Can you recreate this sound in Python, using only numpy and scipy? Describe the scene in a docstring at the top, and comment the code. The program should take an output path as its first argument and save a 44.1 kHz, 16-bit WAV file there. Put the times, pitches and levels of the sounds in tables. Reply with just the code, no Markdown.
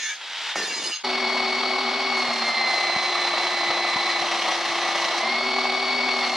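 """In a workshop, an angle grinder bites twice into a steel blade, which rings; its fan rushes between bites.
Then the scene changes: a belt sander is already running belt-up on a bench: its gears whine, its motor hums and
its rollers rattle. The blade is pressed on the belt, so the motor slows and the grit hisses. The blade is
lifted, the motor recovers, and the blade is laid on again."""
import sys
import numpy as np
from scipy import signal
from scipy.fft import rfft, irfft
from scipy.io import wavfile

SR = 44100
rng = np.random.default_rng(int(sys.argv[2]) if len(sys.argv) > 2 else 0)


def master(y):
    """Save y as 16-bit WAV."""
    cut = np.clip(np.atleast_2d(y).T, -1, 1)
    pcm = np.round(cut * 32767)  # scale
    wavfile.write(sys.argv[1], SR, pcm.astype(np.int16))


N = 280476
T, HZ = np.arange(N) / SR, np.fft.rfftfreq(N, 1 / SR)
CUT_S = 1.034  # the grinder gives way to the sander


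def amp(db):
    """Turns decibels into a gain."""
    return 10 ** (np.asarray(db) / 20)


def unit(x):
    """Scales a signal to an average strength (rms) of 1."""
    return x / np.sqrt(np.mean(abs(x) ** 2) + 1e-20)


def since(s):
    """Seconds gone since time s, zero before it."""
    return np.maximum(T - s, 0)


def curves(rows):
    """Draws each column of a time table as a curve."""
    s, *columns = np.transpose(rows)
    return [np.interp(T, s, c) for c in columns]


def read(points):
    """Fills in a pitch table at every frequency."""
    hz, value = np.transpose(points)
    return np.interp(np.log(HZ + 1), np.log(hz + 1), value)


def colour(x, spectrum):
    """Shapes x by rows of pitch_hz, level_db, fading beyond both ends; strength 1."""
    below = 1 + (.8 * spectrum[0][0] / (HZ + 1)) ** 6
    above = 1 + (HZ / (1.2 * spectrum[-1][0])) ** 12
    return unit(irfft(rfft(x) * amp(read(spectrum)) / np.sqrt(below * above), N))


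def noise():
    """An even hiss (white noise)."""
    return rng.standard_normal(N)


def drift(hz):
    """A random wobble, up to about hz times a second; strength 1."""
    low = HZ[:N // 12]
    a, b = rng.standard_normal((2, len(low)))
    return unit(irfft((a + 1j * b) * np.exp(-.5 * (low / hz) ** 2), N))


def angle(hz):
    """The angle of something turning hz times a second."""
    return 2 * np.pi * (np.cumsum(hz) / SR + rng.random())


def tone(hz, rough, width_hz):
    """A tone roughened by random shaking; strength 1."""
    shake = 1 + rough * (drift(width_hz) + 1j * drift(width_hz))
    return unit((shake * np.exp(1j * angle(hz))).real)


def modes(x, table):
    """Lets x ring an object's natural pitches, called its modes."""
    response = sum((-1) ** k * amp(db) / np.sqrt(width) / (1 + 1j * (HZ - hz) / width) ** 2
                   for k, (hz, width, db) in enumerate(table))
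    return irfft(rfft(x) * unit(response), N)


def sag(start, end, rise_s, recover_s):
    """The effect of a push, 0 to 1: builds from start to end, then dies away."""
    return (1 - np.exp(-(since(start) - since(end)) / rise_s)) * np.exp(-since(end) / recover_s)


def stereo(x, side_db, lean_db=0):
    """Left and right differ by a phase step and by echoes off the bench and walls."""
    t = T[:SR // 6]
    echo = unit(rfft(rng.standard_normal(len(t)) * amp(-60 * t / .3), N))
    side = amp(read(side_db)) * unit(2 * echo - 1j)
    balance = amp(lean_db / 2)
    return irfft(rfft(x) * np.array([(1 + side) * balance, (1 - side) / balance]), N)


def grinder_fan():
    """The rush of air swells as the grinder swings off the blade, and fades as it returns."""
    loudness = [(0, -42), (.18, -40), (.22, -36.5), (.33, -32), (.515, -28.5), (.54, -33.5), (.68, -36),
                (.9, -40), (1.0, -43)]  # the swing: time_s, level_db
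    air = [(59, -86), (100, -42), (698, -12.5), (877, -6), (1060, -10.5), (1380, -6.5), (2050, -4.5),
           (2320, -6), (3360, -2.5), (5410, -13.5), (6790, -20.5), (12400, -44.5), (14000, -56)]  # rushing air: pitch_hz, level_db
    return amp(curves(loudness)[0] + drift(60)) * colour(noise(), air)


def sander_fan(load, throb):
    """The fan's air pulses with the rollers, and the housing rings along."""
    # air running free and under load: pitch_hz, level_db
    free_air = [(760, -47), (1300, -11.5), (1820, -14), (2050, -13), (2140, -4.5), (2230, -6), (2330, -9.5),
                (2800, -17.5), (3460, -9.5), (3930, -13.5), (4500, -5), (4770, -28), (4890, -19.5),
                (5420, -15), (6000, -36), (7800, -45), (13200, -120)]
    loaded_air = [(760, -22), (1300, -7.5), (1490, -11.5), (1900, -2), (2010, -1.5), (2300, -4),
                  (2400, -10.5), (2610, -8.5), (3640, -7), (3810, -11), (3930, -10.5), (4110, -3.5),
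                  (4740, -14.5), (5150, -9.5), (6000, -27), (7800, -61), (13200, -120)]
    housing = [(2673, 47, 7), (3527, 28, 6), (4260, 82, -6), (4840, 18, 0), (5630, 130, -22), (5805, 90, 0),
               (7090, 74, -10), (8740, 36, -14)]  # housing modes: pitch_hz, width_hz, level_db
    free = colour(noise() * amp(1.53 * throb + .2 * drift(400)), free_air)
    loaded = colour(noise() * amp(throb + drift(370)), loaded_air)
    air = amp(-29.5) * np.sqrt(1 - load) * free + amp(-30.5) * np.sqrt(load) * loaded
    return air + amp(-41) * modes(unit(noise() * amp(2.5 * throb)), housing)


def dull_thumps():
    """Short, dull thumps and puffs, like bumps or air on the microphone, with no ring."""
    thumps = [(0.5586, -6.5, 940, 0.00024), (0.56, -19, 890, 0.00074), (1.421, -50, 109, 0.009),
              (2.288, -45, 129, 0.0059), (2.965, -23, 197.9, 0.0019), (3.698, -41, 139, 0.0086),
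              (3.962, -22, 210, 0.0018), (4.22, -40, 152.1, 0.0071), (4.699, -43, 130, .005)]  # thumps: time_s, level_db, pitch_hz, length_s
    return sum(amp(db) * np.exp(-abs(T - s) / length) * np.sin(2 * np.pi * hz * (T - s))
               for s, db, hz, length in thumps)


def roller_rattle(load, throb):
    """The rollers clatter unevenly, a little more under load."""
    clatter = [(60, -32.5), (150, -26.5), (300, -16), (450, -12.5), (580, -5.5), (690, -1), (790, 2),
               (900, -5), (1060, -1.5), (1200, -1.5), (1400, -13), (2500, -21.5), (4400, -12), (6000, -38)]  # rattling rollers: pitch_hz, level_db
    gain = amp(-29.5 + .52 * load + .33 * drift(4))
    return gain * colour(noise() * amp(.92 * throb + 2 * np.minimum(drift(500), 1)), clatter)


def roller_clacks(turned, rise_s=.003, detune=.067):
    """The roller knocks the housing once a turn, never twice alike; now and then it knocks hard."""
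    hard = [(1.364, -15.5), (3.153, -18), (3.336, -16), (3.4, -20), (3.631, -20), (3.848, -15.5),
            (4.075, -18), (4.861, -16.5), (5.232, -15.5), (5.258, -16), (5.583, -13.5), (5.651, -15)]  # hard knocks: start_s, level_db
    housing = [(760, -5), (1100, -7)]  # modes they ring: pitch_hz, level_db
    turn_times = T[1:][np.diff(turned // (2 * np.pi)) > 0]
    chance = rng.standard_normal((400, 1 + 2 * len(housing)))
    soft = [(s - rise_s, -24 + 3 * min(z, 1)) for s, z in zip(turn_times, chance[:, 0])]
    hz, db = np.transpose(housing)[:, :, None]
    t, out = T[:SR // 30], np.zeros(N)
    shape = (t / rise_s * np.exp(1 - t / rise_s)) ** 2
    for (s, level_db), z in zip(hard + soft, chance[:, 1:]):
        pitch, phase = z.reshape(2, -1, 1)
        ring = (amp(db) * np.sin(2 * np.pi * (hz * (1 + detune * pitch) * t + phase))).sum(0)
        part = out[max(round(s * SR), 0):][:len(t)]
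        part += (amp(level_db) * shape * ring)[:len(part)]
    return out


def motor_and_gears(tooth_hz, load, pressed, strained, throb, teeth=9, motor_ratio=1.559):
    """Gear teeth whine and the motor hums; load adds side tones, and a hard push makes them waver."""
    # what the housing lets through at each speed: tooth_hz, third_harmonic_db, motor_hum_db
    voicing = [(1958, -43, -41.5), (1990, -47.5, -39), (2020, -54, -39.5), (2026, -46.5, -41),
               (2090, -63, -47), (2130, -60, -37.5), (2138, -60, -43.5), (2208, -64, -35.5),
               (2228, -70, -38.5)]
    gear_levels = [(1.05, -39, -46), (1.15, -29.5, -40), (2.05, -31.5, -43), (2.17, -26.5, -33),
                   (2.3, -34.5, -35.5), (2.4, -41, -31), (2.48, -27, -30.5), (2.7, -27.5, -30.5),
                   (2.9, -29.5, -30.5), (3.36, -41, -31), (3.5, -32.5, -32.5), (4.18, -34.5, -31.5),
                   (4.25, -42, -43), (4.35, -38.5, -44), (4.72, -43, -46), (4.84, -39, -37.5),
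                   (5.13, -35, -39), (5.19, -45, -40), (5.225, -29.5, -46), (5.37, -27.5, -39),
                   (5.69, -29.5, -43), (6.05, -27.5, -41), (6.35, -33, -35)]  # gear whine: time_s, tooth_db, octave_db
    # tones of the gear shaft and of the motor's twelve-blade fan: speed_multiple, free_db, loaded_db
    shaft_tones = [(3, -53, -60), (8, -46.5, -45), (10, -53, -36), (11, -57, -47), (12, -45, -48),
                   (15, -74, -54), (17, -52, -47), (19, -63, -47), (20, -63, -48)]
    fan_tones = [(11.99, -38, -52), (24.1, -67, -80)]
    speeds, *columns = np.transpose(voicing)
    third_db, motor_db = (np.interp(tooth_hz, speeds, c) for c in columns)
    tooth_db, octave_db = curves(gear_levels)
    shaft_hz = tooth_hz / teeth * (1 + (.00052 + .0005 * load + .002 * strained) * drift(14.2))
    motor_hz = shaft_hz * motor_ratio
    level = lambda free_db, loaded_db, share: amp(free_db + (loaded_db - free_db) * share)
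    whine = amp(tooth_db + 2 * strained * drift(12)) * tone(teeth * shaft_hz, .063, 54)
    octave_gain = amp(octave_db + 2.5 * strained * drift(12))
    whine += octave_gain * tone(2 * teeth * shaft_hz, .2 + .25 * strained, 70)
    whine += amp(third_db) * tone(3 * teeth * shaft_hz, rough=.81, width_hz=45)
    side_gain = amp(.18 * load * (octave_db + 33.5))  # hard-meshing teeth raise the side tones
    for k, free, loaded in shaft_tones:
        whine += side_gain * level(free, loaded, load) * tone(k * shaft_hz, .23, 10)
    for k, free, loaded in fan_tones:  # the whistle fades as the blade is pressed down
        whine += level(free, loaded, np.maximum(load ** 2, pressed)) * tone(k * motor_hz, .14, 24)
    imbalance = level(-40, -55, load ** 7) * tone(shaft_hz * (1 + .018 * drift(10.5)), .34, 23.4)
    hum = amp(motor_db) * tone(motor_hz * (1 + .012 * drift(10.4)), .24, 32)
    return whine * unit(amp(throb)) + imbalance + hum


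def belt_hiss(throb):
    """The belt's grit hisses, pulsing with the rollers."""
    grit = [(3060, -50), (5200, -3), (6070, -6), (6460, -8), (7580, -14.5), (9010, -18), (11900, -31.5),
            (15000, -50)]  # rubbing grit: pitch_hz, level_db
    return colour(noise() * amp(throb + .93 * drift(900) + .68 * drift(11)), grit)


def belt_scrape(throb):
    """The steel scrapes on the belt under a hard push."""
    steel = [(2400, -8), (2850, -4), (3250, -2.5), (3800, -23)]  # scraping steel: pitch_hz, level_db
    return colour(noise() * amp(1.3 * throb + 2 * drift(26)), steel)


def grain_snags(throb, spread_db=4.5):
    """Single grains snag on the steel, mostly when the roller lifts the belt."""
    tick = [(1500, -6), (2800, -1.5), (4200, 0), (5500, -6), (8000, -22)]  # one snag: pitch_hz, level_db
    snags = (rng.random(N) < 900 / SR * amp(3 * throb)) * np.sign(noise())
    return colour(snags * amp(spread_db * np.minimum(rng.exponential(1, N), 3)), tick)


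def disc_rim(turns_hz, flare_db=5.5, flare_s=.035, count=110):
    """The same grit comes round every turn: a buzz whose overtones flare as the contact shifts."""
    t = T[T < CUT_S]
    turned = angle(turns_hz)[:len(t)]
    times = np.arange(0, CUT_S + flare_s, flare_s)
    flares = amp(flare_db * np.clip(rng.standard_normal((count, len(times))), -2, 2))
    phases = 2 * np.pi * rng.random(count)
    buzz = sum(np.interp(t, times, flares[k]) * np.cos((k + 1) * turned + phases[k])
               for k in range(count))
    return np.pad(unit(buzz), (0, N - len(t)), mode="wrap")


def blade_ring(scrape, flare_db=4, bend=.00303):
    """Scraping rings the blade; the disc's shifting pressure bends the pitch."""
    blade = [(1217, 30, -19), (1750, 45, -15), (2250, 45, -10), (2775, 25, -8), (2950, 40, -12),
             (3270, 45, -14), (3600, 80, -11), (4128, 40, -6), (4640, 60, -11), (4830, 45, -9),
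             (4985, 32, -6), (5400, 60, -15), (6100, 80, -13), (6356, 25, -9), (6750, 55, -13),
             (7050, 80, -16), (8135, 30, -21), (9300, 80, -29), (10010, 35, -21), (11380, 35, -30),
             (12300, 40, -29)]  # blade modes: pitch_hz, width_hz, level_db
    push = unit(scrape + .7 * noise())
    ring = sum(amp(db + flare_db * np.clip(drift(14), -2, 2)) * modes(push, [(hz, width, 0)])
               for hz, width, db in blade)
    return unit(np.interp(T + np.cumsum(bend * drift(14.7)) / SR, T, ring))


def disc_squeals(turns_hz):
    """Brief tones, roughened by grit: whines follow the disc's speed, squeals stay near a steel mode."""
    whines = [(.045, .13, 17, -33), (.055, .09, 21, -38), (.05, .1, 27, -40), (.05, .09, 60, -36.5),
              (.08, .13, 15, -40), (.113, .05, 22, -33.5), (.115, .05, 21, -39), (.118, .06, 16, -35),
              (.61, .11, 15, -32.5), (.585, .07, 23, -38), (.585, .06, 47, -42), (.66, .06, 16, -39),
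              (.725, .06, 21, -35.5), (.785, .08, 22, -38.5)]  # disc whines: peak_s, length_s, speed_multiple, level_db
    squeals = [(.03, .07, 6830, -40), (.04, .08, 5350, -42), (.04, .06, 3600, -40), (.11, .08, 6350, -40),
               (.515, .03, 3620, -34), (.6, .06, 4850, -40), (.632, .05, 4130, -32), (.657, .05, 3620, -35),
               (.695, .04, 6750, -40), (.705, .05, 4770, -38), (.712, .06, 2755, -36.5),
               (.745, .08, 4135, -36), (.77, .05, 6760, -42), (.86, .05, 4180, -34.5),
               (.862, .04, 4780, -37), (.868, .04, 4975, -34), (.885, .04, 8135, -46),
               (.928, .04, 2990, -34), (.935, .05, 4870, -36), (.93, .04, 6790, -42),
               (.955, .06, 6356, -36)]  # steel squeals: peak_s, length_s, pitch_hz, level_db
    t, out = T[T < CUT_S], np.zeros(N)
    tones = [(s, length, k * turns_hz[:len(t)], db, .25) for s, length, k, db in whines]
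    tones += [(s, length, hz * (1 - .01 * (t - s)), db, .6) for s, length, hz, db in squeals]
    grit = drift(90) + 1j * drift(90)
    for s, length, hz, db, rough in tones:
        shake = 1 + rough * grit[rng.integers(N - len(t)):][:len(t)]
        swell = amp(db) * np.exp(-(2 * (t - s) / length) ** 2)
        out[:len(t)] += swell * unit((shake * np.exp(1j * angle(hz))).real)
    return out


def bite(start, end, db, attack_s=.0046, release_db_per_s=347):
    """The loudness of one touch of the disc: it snaps on and lets go quickly."""
    return np.minimum(since(start) / attack_s, 1) * amp(db - release_db_per_s * since(end))


def grinder():
    """The disc strikes twice a turn; each bite rasps, shakes the clamp and rings the blade."""
    speed = [(0, 106), (.07, 102.9), (.125, 104.4), (.55, 123), (.61, 119.6), (.64, 117), (.7, 110.1),
             (.79, 101.1), (.91, 95.8)]  # the disc slows in each bite: time_s, turns_per_s
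    bites = [(-.06, 0.12, -30, -57, -43), (0.553, 0.914, -33, -38, -34.5)]  # bites, before the shaping below: start_s, end_s, rasp_db, clamp_db, ring_db
    # the rasp of each bite and the clamp's chatter: pitch_hz, level_db
    first_rasp = [(300, -30), (1150, -15), (1650, -4), (2200, -3), (2500, -5), (3000, -7), (3600, 0.5),
                  (4350, -10), (5300, -6), (5600, -10), (6200, -7.5), (7100, -10), (7800, -25), (9600, -25),
                  (14000, -40)]
    second_rasp = [(600, -36), (1800, 3), (2500, -2), (3300, -18), (4400, -2), (4780, 4), (5450, -3),
                   (6100, 0), (7000, -5), (7700, -10), (10000, -16), (11000, -35), (14000, -26)]
    clamp = [(100, -24), (200, -3.5), (420, 4.5), (600, -2.5), (900, 1.5), (1400, -3), (2500, -8)]
    turns_hz = curves(speed)[0] * (1 + .0013 * drift(60))
    contact = amp(2 * np.cos(angle(2 * turns_hz)) + 1.6 * drift(140))
    scrape = unit(contact * (disc_rim(turns_hz) + .3 * noise()))
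    ring = blade_ring(scrape)
    chatter = colour(contact * noise() * amp(1.5 * drift(400)), clamp)
    out = grinder_fan()
    for (start, end, rasp_db, clamp_db, ring_db), rasp in zip(bites, (first_rasp, second_rasp)):
        easing_db = 6 * since(start)  # the hand eases off
        out += bite(start, end, rasp_db - 2.5 - easing_db) * colour(scrape, rasp)
        landing_db = 6 * np.exp(-(since(start) / .098) ** 4)  # the clamp shakes hardest at first
        out += bite(start, end, clamp_db + landing_db - 1200 * since(end)) * chatter
        swell_db = 2 * np.exp(-((T - end) / .11) ** 2)  # the steel rings up as the disc lets go
        damping_db = 50 * since(end)  # the clamp quiets the freed blade
        ring_end = end + .16 * (end - start)
        out += bite(start, ring_end, ring_db - .5 + swell_db - damping_db) * ring
    return out + disc_squeals(turns_hz)


def sander(free_hz=2213, loaded_hz=2048, touch_s=.022, seat_s=.48):
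    """Two rollers shake the housing once a turn; the pressed blade slows the motor and rubs the grit."""
    # pushes of the blade, which add up: start_s, end_s, full_slowing_hz, hiss_db, scrape_db
    presses = [(2.14, 5.19, 213, -45, -57.5), (4.2, 4.36, 164.9, -44, -36.5), (4.36, 4.53, 100, -46, -36),
               (4.55, 5.16, 42.03, -50, -37.5), (6.102, 6.5, 194.3, -39.5, -60)]
    # the blade catches or slips, changing levels: time_s, length_s, rattle_db, whine_db, rasp_db, hiss_db
    catches = [(2.192, 0.025, -0.5, 1.5, 0.5, 7), (2.335, .012, -6, -2, 0, 5), (2.385, .02, -2, -3, 0.5, 4),
               (2.495, 0.0079, 3.5, 1, 1, 3), (2.538, 0.021, -2.5, -4.5, -0.5, -2),
               (2.64, .03, -0.5, 0.5, -1.5, -3), (3.03, .012, 1.5, -0.5, 0.5, 3),
               (3.215, .012, -1, 1, 1, 3), (3.28, 0.014, 0, 1, 3, 2), (3.32, 0.015, -0.5, -0.5, -1, -2),
               (3.38, .016, 1, 0, 3, 1), (3.598, 0.011, -1, 1, 1, 3), (3.708, .012, 3.5, 0, 2.5, -2),
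               (4.01, .01, 0, 0, 1, 2), (4.098, 0.03, -1, -2.5, 2.5, 2.5), (4.27, .012, 1.5, 0, 0, -2),
               (4.337, 0.023, 1.5, 3, 1.5, 1), (4.482, 0.015, 6.5, -2, -1, 1),
               (4.545, 0.029, 1.5, 0.5, 1.5, 2.5), (4.657, 0.0071, 0, -4, 2, 2),
               (4.78, 0.0069, -3, 1, 3, 2), (4.958, .004, 8, -1, 4, 4), (5.049, 0.0069, 1.5, 0, 4.5, -1),
               (5.085, 0.0077, 0, -1, 3.5, 1), (5.135, .015, 0.5, -3, 0.5, -1), (5.18, .01, -1, 2, 2, 3.5),
               (6.235, 0.022, 0.5, -2, 3.5, -2)]
    tooth_hz = 2206.7 + 3 * T  # gear teeth meeting per second, creeping up as the machine warms
    hiss_power, scrape_power, pressed = amp(-46) ** 2, 0, 0  # even the bare belt hisses
    for start, end, slowing_hz, hiss_db, scrape_db in presses:
        tooth_hz -= slowing_hz * sag(start, end, rise_s=.425, recover_s=.11)
        hiss_power += amp(hiss_db) ** 2 * sag(start, end, seat_s, touch_s)
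        scrape_power += amp(scrape_db) ** 2 * sag(start, end, touch_s, touch_s)
        pressed = np.minimum(pressed + sag(start, end, .17, touch_s), 1)
    strained = np.sqrt(scrape_power / scrape_power.max())
    load = np.clip((free_hz - tooth_hz) / (free_hz - loaded_hz), 0, 1)
    roller_hz = np.interp(load, [0, 1], [38.57, 31])
    turned = angle(roller_hz * (1 + .04 * drift(7.13)))
    second_roller = np.cos(angle(46.77 * tooth_hz / free_hz * (1 + .038 * drift(3.4))))
    throb = np.minimum(np.cos(turned) + .68 * second_roller + .5 * drift(42), 2)
    rattle_db, whine_db, rasp_db, grit_db = sum(np.outer(dbs, np.exp(-((T - s) / length) ** 2))
                                                for s, length, *dbs in catches)
    rattle = amp(rattle_db) * roller_rattle(load, throb)
    air = amp(rasp_db) * sander_fan(load, throb)
    hiss = amp(grit_db) * np.sqrt(hiss_power) * belt_hiss(throb)
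    scrape = amp(rasp_db) * np.sqrt(scrape_power) * belt_scrape(throb)
    snags = amp(rasp_db - 41.5) * (.5 * pressed + strained) * grain_snags(throb)
    pressure = amp(pressed * drift(9))  # the hand pushes unevenly
    clacks = roller_clacks(turned)
    whine = amp(whine_db) * motor_and_gears(tooth_hz, load, pressed, strained, throb)
    return air + rattle + clacks + whine + pressure * (hiss + scrape + snags)


def scene():
    """The grinding breaks off abruptly; after a blink of silence the scene changes to the sander, already
    running."""
    # stereo width of each tool: pitch_hz, side_db
    grinder_width = [(100, -36), (1000, -37), (3700, -9), (6000, -6), (8000, 2), (10000, 1), (14000, 12)]
    sander_width = [(60, -11), (150, -14), (300, -31.5), (600, -24.5), (1200, -18.5), (2300, -12.5),
                    (4500, -10), (7000, -5), (14000, -7.5)]
    sander_lean = [(250, 0), (500, -1), (900, 3), (1700, 2.5), (2400, 0), (3700, -1.5), (7000, -0.5)]  # the sander's balance: pitch_hz, left_minus_right_db
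    before = np.clip((CUT_S - .004 - T) / .002, 0, 1)
    after = np.clip((T - CUT_S - .001) / .011, 0, 1)
    thumps = dull_thumps()
    grinding = stereo(before * (grinder() + thumps), grinder_width)
    return grinding + stereo(after * (sander() + thumps), sander_width, read(sander_lean))


def record(dry, low_cut_hz=45, high_cut_hz=15150):
    """Takes away the deepest rumble and the highest treble."""
    trimmed = signal.sosfilt(signal.butter(2, low_cut_hz, "highpass", fs=SR, output="sos"), dry)
    treble_cut = signal.firwin(511, high_cut_hz, window=("kaiser", 9), fs=SR)
    return signal.oaconvolve(trimmed, treble_cut[None], "same")


dry = scene()
out = record(dry)
master(out)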